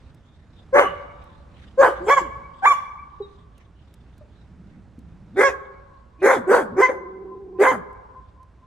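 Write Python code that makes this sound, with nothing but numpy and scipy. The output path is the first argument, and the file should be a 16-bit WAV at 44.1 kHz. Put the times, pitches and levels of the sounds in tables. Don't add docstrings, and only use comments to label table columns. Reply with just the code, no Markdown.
import sys
import numpy as np
from scipy import signal
from scipy.fft import rfft, irfft, next_fast_len
from scipy.io import wavfile
from scipy.ndimage import uniform_filter1d, map_coordinates

SR = 44100
rng = np.random.default_rng(int(sys.argv[2]) if len(sys.argv) > 2 else 0)


def put_to_file(sound):
    columns = np.atleast_2d(sound).T
    safe = np.clip(columns, -1, 1)
    whole_steps = np.round(safe * 32767)
    wavfile.write(sys.argv[1], SR, whole_steps.astype(np.int16))


N = 381906

# start_s, length_s, attack_s, jaws_open_after_s, clear_for_the_last_s,
# closed_mouth_pitch_hz, open_mouth_pitch_hz, hoarseness (0-1), clear_part_roughness (0-1),
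# clear_part_odd_overtones_db, chest_tone_db, chest_drop_once_jaws_open_db, open_mouth_db,
# bared_teeth_edge_db, edge_lag_behind_jaws_s, edge_fade_over_bark_db,
# late_surge_db (negative: the voice falters), release_db_per_s
BARK_TABLE = [ (.726, 0.083, 0.027, 0.03493, 0.005, 505.3, 585, .7, .7, 0, -9.5, 7.5, -17, -21, .003, 1, 5, 260),
              (1.775, 0.089, 0.032, .049, 0.0057, 505.9, 512, 0.6, .68, -3, -6.5, 12, -15.5, -22, 0.0059, 0.5, 3.5, 350),
              (2.065, .12, 0.037, .038, .088, 399.9, 571.6, 1, .09, -8, -10.5, 15.5, -12, -19.5, 0.014, 6, -18.5, 1100),
              (2.621, 0.1, 0.068, 0.038, .063, 762.4, 1168, .8, .02, -1.5, -30, 1.7, -9, -17, 0.0065, 8.5, -10, 1300),
              (5.36, 0.12, 0.043, 0.055, .04, 364.9, 561.6, .78, .09, -3.5, -12.5, 7.5, -20, -17.5, 0.0065, 4.5, 2.5, 650),
              (6.216, 0.12, .058, .052, 0.0011, 362.8, 530, .72, .7, 4, -5, 13, -18.5, -18.5, .001, 6.5, 4, 380),
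              (6.468, .102, .055, .052, 0.0049, 354.7, 499.9, 0.69, .75, 1, -9, 8, -20.5, -23, 0.0038, 3.5, 6, 190),
              (6.762, 0.097, 0.054, .056, .048, 358, 521.2, .55, .03, -9.5, -8.5, 21, -18, -18.5, 0.036, -0.5, 5.5, 797),
              (6.879, .026, 0.015, .012, 0, 512.5, 509.3, 0.79, .7, -6.5, -17.5, 7.5, -31, -32.5, .003, 5.5, 1.5, 354),
              (7.586, .12, 0.042, 0.052, 0.035, 370.3, 534.5, .7, .15, -12, -7.5, 16, -18, -21.5, .008, 3, 4.5, 320),
              ]
# time_s, upper_throat_resonance_db, hiss_db, left_right_db, left_lead_ms,
# nasal_notch_hz
HEAD_POSES = [(.78, 0.5, -8, 1, .14, 3800), (1.841, -21.5, -9, 1, 0.038, 4070),
              (2.14, 6, 0.5, 0.7, -.034, 3750), (2.68, -0.5, -2.5, 0, -.12, 3650),
              (5.44, 9.5, -2, -0.5, 0.064, 2950), (6.29, 7, -2, 0.5, .026, 2920),
              (6.55, -6.5, -4.5, 0, .061, 4160), (6.84, 11.5, -5, 0.5, .01, 4250),
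              (6.9, 5, -10, 0, -.031, 4200), (7.66, 4.5, -3, .5, -0.0063, 4200)]
# time_s, facing_the_street (0-1)
STREET_FACING = [(0, 0), (3.2, 0), (3.8, 1), (8.66, 1)]
BREAK_S = .014
RELEASE_S = .05


def amp(db):
    return 10 ** (np.asarray(db) / 20)


def unit(x):
    return x / np.sqrt(np.mean(x ** 2) + 1e-20)


def along(points, hz):
    f, v = np.transpose(points)
    return np.interp(np.log(hz + 1), np.log(f + 1), v)


def curves(rows):
    s, *cols = np.transpose(rows)
    return np.array([np.interp(np.arange(N) / SR, s, c) for c in cols])


def since(start):
    return np.arange(N) / SR - start


def ease(u):
    return .5 + .5 * np.sin(np.pi * np.clip(u, -.5, .5))


def gate(t, length, open_s=0.00803, close_s=0.03):
    return np.clip(np.minimum(t / open_s + .5, (length - t) / close_s + 1), 0, 1) ** 2


def swell(t, rise_s, depth_db):
    return -depth_db * np.clip(1 - t / rise_s, 0, None) ** 2


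def wobble(rate):
    return map_coordinates(rng.standard_normal(int(N * rate / SR) + 4), [np.arange(N) * rate / SR])


def filtered(x, response):
    m = next_fast_len(N + SR // 2)
    return irfft(rfft(x, m) * response(np.fft.rfftfreq(m, 1 / SR)), m)[..., :N]


def below(hz, edge_hz, order=16):
    return 1 / (1 + (hz / edge_hz) ** order)


def ring(x, hz, sharpness):
    return signal.lfilter(*signal.iirpeak(hz, sharpness, SR), x)


def steady(x, size=700):
    power = uniform_filter1d(uniform_filter1d(x ** 2, size), size)
    return x / np.sqrt(np.abs(power) + 1e-12)


def patchy(x, depth, width_hz, life_s):
    hz, t, z = signal.stft(x, SR, nperseg=256)
    at = np.array(np.meshgrid(hz / width_hz, t / life_s, indexing="ij"))
    field = map_coordinates(rng.standard_normal(at[:, -1, -1].astype(int) + 2), at)
    return signal.istft(z * amp(along(depth, hz)[:, None] * field), SR, nperseg=256)[1][..., :N]


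def glide(start, length, first_hz, last_hz, first_db, last_db):
    t = since(start)
    on = gate(t, length) > 0
    u = np.clip(t[on] / length, 0, 1)
    pitch = first_hz * (last_hz / first_hz) ** u
    return on, pitch, amp(first_db + (last_db - first_db) * u) * gate(t[on], length)


def town(swell_db=1.2):
    # frequency_hz, level_db
    town_spectrum = [(15, -28), (25, -10), (38, -17), (58, 0), (90, -7.5), (180, -14.5), (400, -25.5),
                     (800, -30.5), (1500, -34.5), (3000, -46), (8000, -56), (15000, -73)]
    # frequency_hz, left_right_likeness (0-1)
    likeness = [(60, 0.9), (180, 1), (550, 0.88), (1650, 0.93), (4970, 0.98), (15000, 0.033)]
    # time_s, level_db
    traffic = [(0, -48), (2, -47), (3, -50), (5.3, -48.5), (6.3, -51), (8.66, -51.5)]

    def mid_and_side(hz):
        turn = np.arccos(np.clip(along(likeness, hz), -1, 1)) / 2
        return amp(along(town_spectrum, hz)) * [np.cos(turn), np.sin(turn)]

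    mid, side = filtered(rng.standard_normal((2, N)), mid_and_side)
    hum = unit(np.array([mid + side, mid - side]))
    lean = amp([[-1.3], [1.3]])
    return amp(curves(traffic) + swell_db * wobble(3)) * hum * lean


def paws(scrape_hz=3650):
    # time_s, level_db
    pacing = [(0, -66), (.7, -68), (1.5, -63), (2.9, -65), (3.6, -66), (4.3, -72), (5.3, -74), (6.1, -77),
              (7.2, -84), (8.6, -82)]
    brush = lambda hz: (1 - below(hz, 350, order=2)) * below(hz, 2800, order=2) * below(hz, 10000, order=4)
    scuff = filtered(rng.standard_normal((2, N)), brush)
    scuff = scuff + 2 * ring(scuff, scrape_hz, 7)
    scuff = patchy(scuff, [(400, 7), (4000, 5)], width_hz=500, life_s=.06)
    return amp(curves(pacing)) * unit(scuff * amp(6 * wobble(10) + 3 * wobble(90)))


def claws(level_db=-8, t60=.025):
    # time_s, level_db
    ticks = [(.146, -47), (1.24, -48), (3.58, -44), (3.94, -41), (4.18, -46), (4.99, -47), (7.93, -52),
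             (8.43, -51)]
    out, t = np.zeros(N + SR), np.arange(SR // 10) / SR
    for s, db in ticks:
        out[round(s * SR):][:len(t)] += amp(db + level_db - 60 * t / t60) * rng.standard_normal(len(t))
    return filtered(out[:N], lambda hz: (1 - below(hz, 600, order=2)) * below(hz, 16000, order=2))


def houses(x, spill=.06, spill_hz=2380):
    # delay_s, band_centre_hz, band_sharpness (Q), level_db, extra_when_facing_the_street_db
    fronts = [(.09, 1120, 5, -25, -1), (.12, 570, 6, -22, -8), (.145, 1130, 5, -26, 3),
              (.2, 2240, 10, -24, 0), (.24, 1080, 5, -30, 1), (.32, 2260, 10, -27, 0),
              (.485, 1040, 9, -38, 11), (.725, 1035, 9, -44, 11), (.95, 1030, 9, -51, 10)]
    facing, echoes = curves(STREET_FACING)[0], np.zeros((2, N))
    dull = filtered(x, lambda f: spill * below(f, spill_hz, order=6))
    for k, (delay, hz, sharpness, db, facing_db) in enumerate(fronts):
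        band = ring(ring(x, hz, sharpness), hz, sharpness)
        sent = (band + dull) * amp(db + facing_db * facing)
        side = amp(np.array([[1], [-1]]) * (-1) ** k)
        echoes += side * np.pad(sent, (round(delay * SR), 0))[:N]
    return echoes


def tail(decay, onset):
    hz, t, z = signal.stft(rng.standard_normal((2, SR * 3 // 2)), SR, nperseg=256)
    shape = amp(-60 * t / along(decay, hz)[:, None]) * (1 - np.exp(-(t / onset) ** 2))
    shape = shape / np.linalg.norm(shape[4])
    return signal.istft(z * shape, SR, nperseg=256)[1] / np.sqrt(128)


def room(x, decay, onset):
    out = np.zeros((2, N + 2 * SR))
    cuts = [0] + [round(start * SR) for start, *_ in BARK_TABLE[1:]] + [N]
    for a, b in zip(cuts, cuts[1:]):
        wet = signal.fftconvolve(x[None, a:b], tail(decay, onset), axes=1)
        out[:, a:a + wet.shape[1]] += wet
    return out[:, :N]


def gate_wall(x, delay=.07, sharpness=14):
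    # time_s, muzzle_at_the_gate (0-1)
    at_gate = [(0, 1), (1.5, 1), (1.7, .4), (2.3, .3), (2.5, .01)]
    # frequency_hz, level_db
    wall_rings = [(1170, -5), (2880, -3.5)]
    sent = np.pad(x * curves(at_gate)[0], (round(delay * SR), 0))[:N]
    rings = sum(amp(db) * ring(ring(sent, hz, sharpness / 2), hz, sharpness) for hz, db in wall_rings)
    return rings + 0.31 * signal.fftconvolve(rings[None], tail([(1000, 1.0)], onset=0.016), axes=1)[:, :N]


def whistle():
    # start_s, length_s, first_pitch_hz, last_pitch_hz, first_level_db, last_level_db
    squeak = (3.221, .026, 3940, 3760, -50, -50)
    out = np.zeros(N)
    on, hz, gain = glide(*squeak)
    out[on] = gain * unit(np.sin(2 * np.pi * np.cumsum(hz) / SR))
    return out


def murmurs(overtone_db=-21, half_tone_db=-8, waver=.14, flutter_db=4, rasp=.6):
    # start_s, first_pitch_hz, first_level_db
    grunt_table = [(0.837, 306, -40.5), (2.206, 413, -33.5), (6.36, 333, -27.5), (6.61, 309.4, -30),
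                   (7.714, 321, -27)]
    # start_s, length_s, first_pitch_hz, last_pitch_hz, first_level_db,
    # last_level_db, roughness (0-1)
    whines = [(2.003, .052, 338, 376, -35, -34.5, 0.33), (3.203, 0.013, 426, 398, -25.5, -28, 0.04),
              (4.209, 0.029, 608, 565, -44, -57.5, 0.19), (4.5, 0.83, 190, 183, -50.5, -54, 1),
              (5.328, .035, 200, 340, -46, -34, 0.6), (6.187, 0.033, 290, 340, -51.5, -41.5, .5),
              (6.7, .056, 168, 298, -42.5, -32.5, 0.7), (6.918, .66, 380, 376, -40, -39, 0.38)]
    grunt_s, fall_oct_per_s, fade_db_per_s, grunt_rough = .09, 11, 169, 0.49
    out = np.zeros(N)
    drift, flutter, grain = waver * wobble(130), flutter_db * wobble(60), rasp * wobble(320)
    fall, fade_db = 2 ** (-fall_oct_per_s * grunt_s), fade_db_per_s * grunt_s
    grunts = [(s, grunt_s, hz, hz * fall, db, db - fade_db, grunt_rough) for s, hz, db in grunt_table]
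    for *call, rough in grunts + whines:
        on, pitch, gain = glide(*call)
        phase = 2 * np.pi * np.cumsum(pitch * (1 + rough * drift[on])) / SR
        tone = np.sin(phase) + amp(overtone_db) * np.sin(2 * phase) + rough * amp(half_tone_db) * np.sin(phase / 2)
        out[on] += unit(tone) * gain * amp(rough * flutter[on]) * (1 + rough * grain[on])
    return out


def bark_pitch(t, length, jaws, closed_hz, open_hz):
    creep_oct_per_s, leap_s, sag_oct_per_s2, collapse_oct_per_s = 4.2, .022, 15, 13
    closed = closed_hz * 2 ** (creep_oct_per_s * np.minimum(t, jaws))
    opened = open_hz * 2 ** (-sag_oct_per_s2 * np.clip(t - jaws, 0, length - jaws) ** 2)
    collapse = 2 ** (-collapse_oct_per_s * np.maximum(t - length, 0))
    return (closed + (opened - closed) * ease((t - jaws) / leap_s)) * collapse


def bark_roughness(t, length, jaws, clear_s, hoarse, clear_rough):
    onset_rough, collapse_rough = .2, .6
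    hoarse_lead_s = 0.0086
    rough = onset_rough + (hoarse - onset_rough) * ease((t - jaws + hoarse_lead_s) / BREAK_S)
    if clear_s > 0:
        rough = rough + (clear_rough - rough) * ease((t - length + clear_s) / BREAK_S)
    return rough + (collapse_rough - rough) * ease((t - length) / BREAK_S - .5)


def gestures():
    chest_swell_db, mouth_swell_db, edge_swell_db = 22.5, 27.5, 32.5
    mouth_lag_s, chest_yield_s = 0.014, 0.045
    surge_at, surge_s = .76, 0.01
    pitch, rough, odd_db, gains = np.full(N, 400.), np.full(N, .5), np.zeros(N), np.zeros((3, N))
    for (start, length, attack, jaws, clear_s, closed_hz, open_hz, hoarse, clear_rough, odd,
         chest, drop, mouth, edge, lag, fade, surge, release) in BARK_TABLE:
        t = since(start)
        on = (t > -BREAK_S) & (t < length + 2 * RELEASE_S)
        t = t[on]
        pitch[on] = bark_pitch(t, length, jaws, closed_hz, open_hz)
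        rough[on] = bark_roughness(t, length, jaws, clear_s, hoarse, clear_rough)
        odd_db[on] = odd * ease((t - length + clear_s) / BREAK_S)
        chest_db = chest + swell(t, attack, chest_swell_db) - drop * ease((t - jaws) / chest_yield_s)
        mouth_db = mouth + swell(t, jaws + mouth_lag_s, mouth_swell_db)
        edge_fade_db = fade * np.clip((t - jaws) / (length - jaws), 0, 1)
        edge_db = edge + swell(t, jaws + lag, edge_swell_db) - edge_fade_db
        effort_db = surge * np.exp(-((t - surge_at * length) / surge_s) ** 2)
        effort_db = effort_db - release * np.maximum(t - length, 0)
        gains[:, on] += amp(np.array([chest_db, mouth_db, edge_db]) + effort_db) * gate(t, length + RELEASE_S)
    waver = 1 + .008 * wobble(90)
    return pitch * waver, rough, odd_db, gains


def folds(pitch, rough, odd_db, jitter=0.06, shimmer_db=4, half_tone=0.93, dispersion=.8, count=14):
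    tremor_rad = .035
    rough = np.clip(rough, 0, 1)
    stumble = 1 + jitter * (rough + .1) * wobble(450)
    phase = 2 * np.pi * np.cumsum(pitch * stumble) / SR + tremor_rad * wobble(900)
    odd = amp(odd_db)
    pulses = unit(sum(np.cos(k * phase + dispersion * k * k) * k ** -.2 * (odd if k % 2 else 1)
                      for k in range(1, count + 1)))
    uneven = amp(shimmer_db * rough * wobble(400)) * (1 + half_tone * rough * np.cos(phase / 2))
    air = unit(rng.standard_normal(N) * (1 + 0.19 * np.cos(phase)))
    return (1 - .7 * rough) * pulses * uneven + 1.8 * (rough + .05) * air


def snout(source, sharpness=16):
    # time_s, frequency_hz, level_db
    flares = [(.815, 2944, -35.5), (1.885, 3004, -46), (2.085, 7480, -48), (2.113, 3213, -37),
              (2.179, 2994, -44.5), (2.667, 3350, -50.5), (2.69, 8320, -52), (2.71, 5640, -44),
              (2.72, 2950, -42.5), (5.398, 3530, -49.5), (5.46, 3323, -41), (5.46, 6660, -47),
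              (5.482, 2533, -37.5), (6.236, 2420, -49), (6.35, 3480, -44), (6.55, 4600, -44.5),
              (6.6, 3326, -51.5), (6.845, 3196, -46), (6.845, 4700, -50), (6.845, 6200, -50),
              (7.64, 2493, -38.5), (7.7, 3130, -45)]
    flare_s, slide = 0.031, .015
    out = np.zeros(N)
    for s, hz, db in flares:
        u = since(s) / flare_s
        on = np.abs(u) < 2
        early, late = [steady(ring(source[on], hz * (1 + way * slide), sharpness)) for way in (1, -1)]
        out[on] += amp(db) * np.exp(-u[on] ** 2) * (early + (late - early) * ease(u[on] / 2))
    return out


def nose(x):
    notch_db, notch_width_hz = 13, 130
    hz, t, z = signal.stft(x, SR, nperseg=512)
    s, *_, notch_hz = np.transpose(HEAD_POSES)
    centre = notch_hz[np.abs(t[:, None] - s).argmin(axis=1)]
    notch = amp(-notch_db * np.exp(-((hz[:, None] - centre) / notch_width_hz) ** 2))
    return signal.istft(z * notch, SR, nperseg=512)[1][:N]


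def barks(mouth_db=-0.5, edge_db=1.5, hiss_db=-26, hiss_noise=0.04):
    # frequency_hz, gain_db
    throat = [(88, -66), (150, -30), (323, -8), (382, -3.5), (427, -6.5), (512, 4), (658, -3.5), (745, -4),
              (1300, -10), (1670, -15.5), (1820, -25), (2030, -21), (2690, -36), (3090, -39), (4200, -42.5),
              (5460, -90), (9240, -120)]
    # frequency_hz, gain_db
    teeth = [(1710, -46.5), (2900, -38.5), (3300, -15), (4200, -13.5), (4700, -4), (5250, -7.5),
             (5900, 0.5), (6570, 2), (8420, -2), (10000, -4), (12000, -6), (13300, -6.5), (14600, -17)]
    # frequency_hz, depth_db
    lips = [(400, 1), (1500, 2.5), (3000, 3.5), (9000, 3)]
    # frequency_hz, depth_db
    gaps = [(3000, 3.5), (7000, 3.5), (12000, 2)]
    pitch, rough, odd_db, (chest, mouth, edge) = gestures()
    slack = ease((460 - pitch) / 90)
    tone = folds(pitch, rough, odd_db)
    rattle = 1.6 * slack * amp(3 * wobble(350)) + hiss_noise
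    source = patchy(tone + rattle * rng.standard_normal(N), lips, width_hz=450, life_s=.022)

    def shudder():
        return unit(amp(1.9 * np.maximum(rough, slack) * wobble(150)))

    def band(x, lo_hz, hi_hz):
        return filtered(x, lambda hz: amp(along(throat, hz)) * (1 - below(hz, lo_hz)) * below(hz, hi_hz))

    upper_db, teeth_db = curves(HEAD_POSES)[:2]
    low, mid = band(tone, 150, 626), band(source, 698, 1330)
    high = band(source, 1431, 1850) + amp(upper_db) * band(source, 1850, 2260) + 0.43 * band(source, 2200, 5800)
    chest_tone = chest * steady(low) * shudder()
    open_mouth = amp(mouth_db) * mouth * steady(mid) + amp(edge_db) * edge * steady(high)
    voice = chest_tone + open_mouth * shudder()
    hiss = filtered(patchy(source, gaps, width_hz=420, life_s=.16), lambda hz: amp(along(teeth, hz)))
    hiss = amp(hiss_db + teeth_db) * (edge + 0.6 * mouth + chest) * steady(hiss)
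    return nose(voice) + snout(source), nose(hiss)


def ports(x, spread=.36, wall_delay=.0015):
    pan_db, lead_ms = curves(HEAD_POSES)[2:4]
    sides = np.array([[.5], [-.5]])
    shifts = sides * lead_ms * SR / 1000
    direct = np.array([np.interp(np.arange(N) + shift, np.arange(N), x) for shift in shifts])
    late = lambda hz: spread * (1 - below(hz, 450, order=4)) * np.exp(-2j * np.pi * hz * wall_delay)
    wall = filtered(x, late)
    return direct * amp(sides * pan_db) + np.array([wall, -wall])


def thin_middle(x):
    centre_hz, width_hz = 11800, 550
    share = lambda hz: np.exp(-((hz - centre_hz) / width_hz) ** 2)
    mid = filtered((x[0] + x[1]) / 2, lambda hz: 1 - share(hz))
    side = filtered((x[0] - x[1]) / 2, lambda hz: np.sqrt(2 - (1 - share(hz)) ** 2))
    return np.array([mid + side, mid - side])


def scene(balcony_db=-12, street_db=-22):
    # frequency_hz, decay_by_60_db_s
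    balcony = [(200, .5), (1000, .41), (3000, .48), (12000, .5)]
    # frequency_hz, decay_by_60_db_s
    street = [(200, .61), (530, 1.2), (1100, 1.4), (2200, .8), (5000, .8), (12000, .35)]
    hiss_wet, treble_escape = .5, .62
    voice, hiss = barks()
    dog = voice + murmurs()
    scattered = room(hiss, [(1000, 0.13)], onset=0.00072)
    sent = dog + hiss_wet * hiss
    treble = filtered(sent, lambda hz: 1 - below(hz, 1800))
    sent = sent - treble_escape * curves(STREET_FACING)[0] * treble
    near = amp(balcony_db) * room(sent, balcony, onset=0.017)
    far = amp(street_db) * room(sent, street, onset=0.15) + houses(sent + near.sum(axis=0))
    direct = ports(dog + whistle())
    return direct + scattered + near + far + gate_wall(voice) + claws() + paws() + town()


def record(dry, top=0.98):
    heard = thin_middle(dry)
    rounded = heard / (1 + np.abs(heard / top) ** 6) ** (1 / 6)
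    return filtered(rounded, lambda hz: hz < 14600)


dry = scene()
out = record(dry)
put_to_file(out)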